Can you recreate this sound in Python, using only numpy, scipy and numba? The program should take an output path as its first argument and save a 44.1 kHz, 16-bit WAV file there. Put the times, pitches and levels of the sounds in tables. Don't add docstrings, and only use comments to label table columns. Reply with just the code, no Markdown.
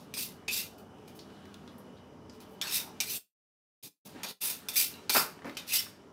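import sys
import numpy as np
from scipy import signal
from scipy.fft import rfft, irfft
from scipy.io import wavfile
from scipy.ndimage import uniform_filter1d
from numba import njit

SR = 44100
rng = np.random.default_rng(int(sys.argv[2]) if len(sys.argv) > 2 else 0)


def store_pcm(level_fs):
    pcm = np.round(np.clip(level_fs, -1, 1) * 32767).astype(np.int16)
    wavfile.write(sys.argv[1], SR, np.atleast_2d(pcm).T)


def elevation(decibels):
    levels = np.asarray(decibels, float)
    return 10 ** (levels / 20)


N = 270137
TIME = np.arange(N) / SR

# start_s, build_up_s, hold_s, grit_db, ring_over_grit_db
PULLS = [(0, 0, 0.026, -72, 6), (.155, 0.027, 0.052, -42, -1), (0.501, 0.025, 0.073, -40.5, 0.5),
         (1.143, .014, 0.0061, -65, -6), (2.308, .03, .005, -75.5, 9), (2.458, 0.065, 0.0045, -69, -16),
         (2.627, 0.05, 0.074, -55.5, 9), (2.684, 0.072, 0.0044, -33.5, -3.5),
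         (3.026, 0.086, 0.044, -39, -5), (3.821, .002, 0.029, -50, -1.5),
         (4.048, 0.0034, 0.017, -56.5, -1.5), (4.272, .017, .006, -52, 3), (4.395, 0.023, 0.095, -38.5, -4),
         (4.422, 0.013, 0.015, -46, -12.5), (4.73, .015, 0.006, -41.5, -9.5),
         (4.757, 0.00022, 0.079, -35.5, -3), (4.766, 0.0019, .01, -31.5, -12), (5.119, .03, 0.038, -30, -5),
         (5.441, 0.015, 0.045, -70.5, 9), (5.657, 0.033, 0.016, -47, 3), (5.694, 0.054, 0.017, -32, -1.5)]
# start_s, build_up_s, hold_s, rumble_db
HANDLE_SHAKES = [
    (2.62, 0.035, 0.038, -51),
    (2.773, 0.025, 0.031, -56),
    (4.103, 0.068, 0.13, -55),
    (4.407, .02, 0.1, -57),
    (4.879, 0.027, 0.11, -60.5),
    (5.146, 0.0034, 0.011, -30),
    (5.443, 0.0048, 0.037, -47),
    (5.596, .002, 0.26, -61),
]
# pitch_hz, level_db (per Hz)
GRIT_TONE = [(710, -52.5), (1200, -25), (2000, -13.5), (2430, -7), (3470, -1.5), (3830, 2.5), (4170, -1),
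             (4600, 2.5), (6100, -1), (7490, -4), (11400, 6.5), (15200, 8), (16000, -3.5)]
# pitch_hz, level_db (per Hz)
RUMBLE_TONE = [(71, -33), (120, -4), (198, -7), (816, -3), (882, 0.5), (1190, -5.5), (1310, -3),
               (2600, -11.5), (3380, -35), (5720, -120)]
# pitch_hz, width_hz, level_db
BLADE_MODES = [(3650, 130, -21), (4720, 77, -22), (5420, 17, -14.5), (6150, 160, -20.5), (8430, 100, -15.5),
               (9900, 180, -20.5), (11350, 330, -17.5), (13100, 380, -15.5)]
# start_s, length_s, first_hz, last_hz, level_db
SINGING_MOMENTS = [(0.144, .09, 8500, 8500, -46), (.147, 0.044, 2500, 2460, -52),
                   (.17, .07, 4600, 4600, -51), (.478, 0.048, 2510, 2550, -32.5),
                   (0.503, .04, 11300, 11500, -56), (2.618, 0.029, 5390, 5480, -47),
                   (2.62, 0.14, 8000, 8140, -51.5), (2.719, 0.11, 3870, 3640, -41.5),
                   (3.005, 0.035, 8750, 8520, -50), (3.071, 0.027, 2400, 2420, -46.5),
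                   (3.083, 0.081, 6010, 6100, -45), (4.758, 0.026, 2380, 2360, -35.5),
                   (4.762, .05, 6250, 5800, -34), (4.768, 0.05, 4850, 4660, -32.5),
                   (4.927, 0.14, 3970, 3950, -63), (4.928, 0.093, 2820, 2800, -59),
                   (5.095, 0.13, 4500, 4720, -36.5), (5.12, .08, 8200, 8300, -39),
                   (5.164, .045, 4930, 5230, -30.5), (5.574, .06, 3700, 3670, -49),
                   (5.704, .053, 2560, 2800, -35.5), (5.747, 0.068, 2840, 3020, -38),
                   (5.75, .029, 4700, 5030, -39), (5.782, 0.028, 5420, 5400, -30.5)]
# start_s, peak_db, ring_hz, top_edge_db, rattle_db
LANDINGS = [(0.139, -28, 2510, 0, -42.5), (0.4802, -24, 2670, -31, -37.5), (0.7814, -55, 4580, 13, -62.5),
            (1.078, -50, 2520, 5, -61), (2.403, -51.5, 2500, 5, -57), (2.614, -13, 3530, -4, -38),
            (3.003, -10, 6150, 3, -35), (4.2328, -15, 3480, -0.5, -40.5), (4.6859, -29, 5150, 10, -39.5),
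            (5.0951, -11, 4640, 4, -29), (5.5695, -19.5, 3930, -22, -41.5)]
# start_s, peak_db, ring_hz, top_edge_db, low_knock_db
TICKS = [(0.1719, -24, 3470, -5, -7), (.482, -18.5, 4500, -10, -6), (.9844, -44, 2710, -20, -8),
         (1.191, -33, 3390, 7, -7), (1.3014, -45.5, 2940, -19, -9), (1.4551, -37, 2040, 14, -1),
         (1.5421, -30.5, 3450, 10, -26), (1.6769, -37, 3750, -15, 2), (1.7819, -52, 3060, 30, 6),
         (1.961, -69, 3550, -26, -5), (2.2969, -35.5, 4950, -25.5, -5.5), (4.76, -19, 2420, 0, -29),
         (4.9394, -32, 4000, -5, -21), (5.1517, -14, 2030, -4.5, -13), (5.1731, -23, 4770, -14, 7),
         (5.39, -57, 2330, -10, 23), (5.4202, -44.5, 2030, -3, 13), (5.4455, -39, 3030, -22, 15.5),
         (5.4958, -36.5, 3650, -16, 13.5), (5.5496, -35.5, 4870, -7, -16)]
# start_s, level_db, centre_hz, rise_s, fade_s
THUDS = [(1.189, -57, 4700, .002, 0.023), (1.68, -67, 3620, 0.0018, 0.031),
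         (1.783, -65, 11600, .001, 0.016), (1.965, -68, 3500, 0.0044, .03), (2.295, -68, 5270, .001, 0.033),
         (2.41, -63, 3140, .01, 0.03), (2.62, -48.5, 1500, .01, .05), (2.63, -52, 1130, 0.013, .05),
         (2.84, -55.5, 840, .016, 0.077), (4.139, -50.5, 263, 0.013, 0.039),
         (4.26, -46.5, 3900, 0.01, 0.041), (5.151, -49, 299.6, 0.0028, 0.018),
         (5.152, -36, 1130, 0.0022, 0.048), (5.153, -44.5, 1400, .003, 0.056),
         (5.446, -43, 255, 0.0072, 0.034), (5.448, -48, 520, 0.0044, 0.04),
         (5.485, -54.5, 420, 0.0055, .026), (5.862, -50.5, 1330, 0.0037, 0.0098)]
# pitch_hz, time_to_fall_60_db_s
KITCHEN_DECAY = [(300, .35), (2000, 0.41), (6000, 0.43), (12000, 0.23)]
# pitch_hz, level_db (per Hz)
ROOM_TONE = [(15, -53), (25, -35.5), (50, -15.5), (97, -2), (141, -4.5), (200, -1), (277, -3.5),
             (384, -7.5), (591, -10), (1190, -15.5), (2050, -26.5), (3080, -30), (5140, -40.5),
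             (11300, -47.5), (16000, -55)]
# start_s, level_db, stir_db
ROOM_TONE_LEVEL = [(0, -53.5, -1), (.1, -54, 4.5), (.9, -53.5, -0.5), (1.25, -54, 9), (1.6, -53, 7),
                   (2.2, -53.5, -3), (2.5, -52.5, 3.5), (3.1, -54.5, 11), (3.85, -57.5, -1),
                   (4.18, -54, 15), (4.35, -58, 21), (5, -55, 14), (5.4, -54.5, 5), (5.65, -58, 22),
                   (6.13, -57, 1)]
# pitch_hz, width_hz, level_db
FAN_HUMS = [(200.6, 24, -61), (379.7, 18, -65), (435.8, 14, -63), (2970, 45, -73), (5100, 450, -79),
            (5900, 250, -82), (6450, 250, -89.5), (8300, 200, -93)]
# closing_s, opening_s
MUTES = [
    (3.172, 3.826),
    (3.874, 4.048),
    (4.312, 4.404),
]


def unit(x):
    return x / np.sqrt(np.mean(x ** 2))


def colour(x, spectrum, lo_hz=0, hi_hz=SR):
    hz = np.arange(N // 2 + 1) * SR / N + 1
    table = np.array(spectrum)
    gain = elevation(np.interp(np.log(hz), np.log(table[:, 0]), table[:, 1]))
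    edges = np.sqrt(1 / (1 + (lo_hz / hz) ** 8) / (1 + (hz / hi_hz) ** 8))
    return unit(irfft(rfft(x) * gain * edges, N))


@njit
def moving_band(x, hz, width):
    y, band_state, low_state = np.empty(len(x)), 0., 0.
    for i in range(len(x)):
        g, k = np.tan(np.pi * hz[i] / SR), width[i] / hz[i]
        v = (band_state + g * (x[i] - low_state)) / (1 + g * (g + k))
        band_state = 2 * v - band_state
        low_state += 2 * g * v
        y[i] = k * v
    return y


def band(x, hz, width_hz):
    centre_hz = np.clip(hz + np.zeros(N), 20, .45 * SR)
    return moving_band(x + 1e-18, centre_hz, width_hz + np.zeros(N))


def walk(rate):
    k = int(SR / rate)
    steps = np.repeat(rng.standard_normal(N // k + 1), k)
    return unit(uniform_filter1d(uniform_filter1d(steps, k), k)[:N])


def contact(start_s, build_s, hold_s, db, fall_db_s):
    t = TIME[:SR // 2]
    ease = np.minimum((t + 1e-4) / (0.57 * build_s + 1e-4), 1)
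    rise_db = np.minimum(23.5 * (t / max(build_s, 1e-4) - 1), 0)
    fall_db = fall_db_s * np.maximum(t - build_s - hold_s, 0)
    gain = np.zeros(N + SR)
    start = int(start_s * SR)
    gain[start:start + len(t)] = elevation(db + rise_db - fall_db) * ease
    return gain[:N]


def pressure():
    let_go_db_s, rattle_db_s, handle_db_s = 277, 335, 199.5
    ring_db_s = let_go_db_s * (1 - 0.067)
    grit = sum(contact(s, build, hold, db, let_go_db_s) for s, build, hold, db, ring_db in PULLS)
    blade = sum(contact(s, build, hold, db + ring_db, ring_db_s) for s, build, hold, db, ring_db in PULLS)
    rattle = sum(contact(s, 0, 0, db, rattle_db_s) for s, peak_db, hz, top_db, db in LANDINGS)
    rattle_top = sum(contact(s, 0, 0, db - 5.5 + 0.46 * top_db, rattle_db_s)
                     for s, peak_db, hz, top_db, db in LANDINGS)
    shakes = sum(contact(*row, handle_db_s) for row in HANDLE_SHAKES)
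    handle = elevation(-29.5) * grit + elevation(-12) * rattle + shakes
    squeak = elevation(-19.5) * blade + elevation(-8.5) * rattle
    ends_s = np.ravel([(s, s + build + hold) for s, build, hold, db, ring_db in PULLS])
    squeal_hz = np.interp(TIME, np.maximum.accumulate(ends_s), len(PULLS) * [2400, 2650])
    return grit + rattle_top, blade + rattle, handle, squeak, squeal_hz


def strokes():
    grit, blade, handle, squeak, squeal_hz = pressure()
    catch_size = elevation(1.6 * np.minimum(rng.exponential(size=N), 6))
    catches = unit(rng.standard_normal(N) * catch_size * elevation(1.5 * walk(260)))
    hiss = colour(catches, GRIT_TONE, lo_hz=7700) * elevation(0.35 * walk(60)) * grit
    ring = colour(catches, GRIT_TONE, hi_hz=6980) * elevation(0.27 * walk(60)) * blade
    rumble = colour(catches, RUMBLE_TONE, lo_hz=159) * elevation(2.0 * walk(70)) * handle
    squeal = unit(band(band(catches, squeal_hz, 330), squeal_hz, 330)) * squeak
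    out = hiss + ring + rumble + squeal
    for hz, width_hz, db in BLADE_MODES:
        share = elevation(db - 3 + 3 * walk(45)) * (blade if hz < 6900 else grit)
        out += unit(band(catches, hz * (1 + 0.026 * walk(10)), width_hz)) * share
    small_modes_hz = np.geomspace(2100, 15000, 22) * elevation(.3 * rng.standard_normal(22))
    for hz in small_modes_hz:
        share = elevation(-23 + 7 * walk(25)) * (blade if hz < 6900 else grit)
        out += unit(band(catches, hz, 110)) * share
    return out


def singing():
    out = np.zeros(N)
    for s, length_s, first_hz, last_hz, db in SINGING_MOMENTS:
        span = slice(int(s * SR), int((s + length_s) * SR))
        along = (TIME[span] - s) / length_s
        hz = first_hz + (last_hz - first_hz) * along
        width_hz = 170 + 0 * along
        slips = rng.standard_normal(len(along))
        whistle = unit(moving_band(moving_band(slips, hz, 2 * width_hz), hz, width_hz))
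        fade = np.minimum(along / 0.13, 1) * np.sqrt(np.abs(1 - along))
        out[span] += elevation(db) * whistle * fade
    return out


def ticks():
    out, t = np.zeros(N + SR), TIME[:SR // 5]
    landing_knock_db, landing_ring_db, tick_ring_db = -18.5, 1.5, 4.5
    rows = [(*row[:4], landing_knock_db, landing_ring_db) for row in LANDINGS]
    rows += [(*row, tick_ring_db) for row in TICKS]
    top = signal.butter(3, 7500, "high", fs=SR, output="sos")
    middle = signal.butter(2, [2100, 6800], "band", fs=SR, output="sos")
    low = signal.butter(2, [250, 1700], "band", fs=SR, output="sos")
    crack = 1.4 * np.exp(-t / .0012) + .15 * np.exp(-t / .01) + .04 * np.exp(-t / .03)
    for s, db, hz, top_db, low_db, ring_db in rows:
        noise = rng.standard_normal((4, len(t)))
        mode = signal.butter(1, [hz * .93, hz * 1.07], "band", fs=SR, output="sos")
        sound = elevation(ring_db) * 2.5 * signal.sosfilt(mode, noise[3] * np.exp(-t / .005))
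        sound += signal.sosfilt(middle, noise[0] * crack)
        sound += elevation(top_db) * 0.11 * signal.sosfilt(top, noise[1] * crack)
        sound += elevation(low_db) * 3.3 * signal.sosfilt(low, noise[2] * np.exp(-t / 0.0047))
        start = int(s * SR)
        out[start:start + len(t)] += elevation(db - 14.0) * sound
    return out[:N]


def thuds():
    out = np.zeros(N)
    for s, db, hz, rise_s, fade_s in THUDS:
        t = np.maximum(TIME - s, 0)
        push = (1 - np.exp(-t / rise_s)) * np.exp(-t / fade_s)
        width_hz = .55 * hz
        body = unit(band(band(rng.standard_normal(N), hz, width_hz), hz, width_hz))
        out += elevation(db + 6.5) * push * body
    return out


def tail(t60_s, delay_s):
    t = TIME[:SR // 2]
    decay = np.exp(-np.log(1000) * t / t60_s) * np.clip(t / delay_s, 0, 1)
    response = rng.standard_normal(len(t)) * decay
    return response / np.sqrt(np.sum(response ** 2))


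def kitchen(x):
    ranges_hz = [(50, 800), (800, 3500), (3500, 8500), (8500, 18000)]
    response = 0
    for edges, (hz, t60_s) in zip(ranges_hz, KITCHEN_DECAY):
        part = signal.butter(2, edges, "band", fs=SR, output="sos")
        response = response + signal.sosfilt(part, tail(t60_s, 0.002))
    return x + elevation(-15.5) * signal.fftconvolve(x, response)[:N]


def room_tone():
    s, level_db, stir_db = np.transpose(ROOM_TONE_LEVEL)
    base_db = -53.0
    out, swell = np.zeros(N), walk(0.42)
    spectrum = rfft(colour(rng.standard_normal(N), ROOM_TONE))
    octaves = np.log2(np.arange(N // 2 + 1) * SR / N + 1)
    for octave in np.arange(4.5, 14.5, .5):
        part = irfft(spectrum * np.clip(1 - 2 * np.abs(octaves - octave), 0, 1), N)
        bright_db = np.clip((octave - 10) / 2, 0, 1) * np.interp(TIME, s, stir_db)
        out += part * elevation(0.19 * swell + 1.9 * walk(6.2) + 0.92 * walk(22) + bright_db)
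    out *= elevation(base_db)
    for centre_hz, width_hz, db in FAN_HUMS:
        wavering_hz = centre_hz * (1 + 0.007 * walk(3))
        out += unit(band(rng.standard_normal(N), wavering_hz, width_hz)) * elevation(db + 1.0 * walk(6))
    return out * elevation(np.interp(TIME, s, level_db) - base_db)


def scene():
    return (kitchen(strokes() + singing() + ticks() + thuds()) + room_tone())[None]


def band_limit(x):
    return signal.sosfilt(signal.butter(12, 16800, fs=SR, output="sos"), x)


def record(dry):
    heard = signal.sosfilt(signal.butter(3, 55, "high", fs=SR, output="sos"), dry[0])
    heard += elevation(-79.5 + 1.5 * walk(3)) * band(rng.standard_normal(N), 10000, 9000)
    gate = np.ones(N)
    for close_s, open_s in MUTES:
        gate *= np.interp(TIME, [close_s, close_s + 0.022, open_s, open_s + 0.011], [1, 0, 0, 1])
    cut = heard * gate
    wet = cut + elevation(-11) * signal.fftconvolve(cut, tail(0.16, 0.0087))[:N]
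    wet = signal.sosfilt(signal.ellip(8, .2, 35, 15750, fs=SR, output="sos"), wet)
    return band_limit(wet[None])


dry = scene()
out = record(dry)
store_pcm(out)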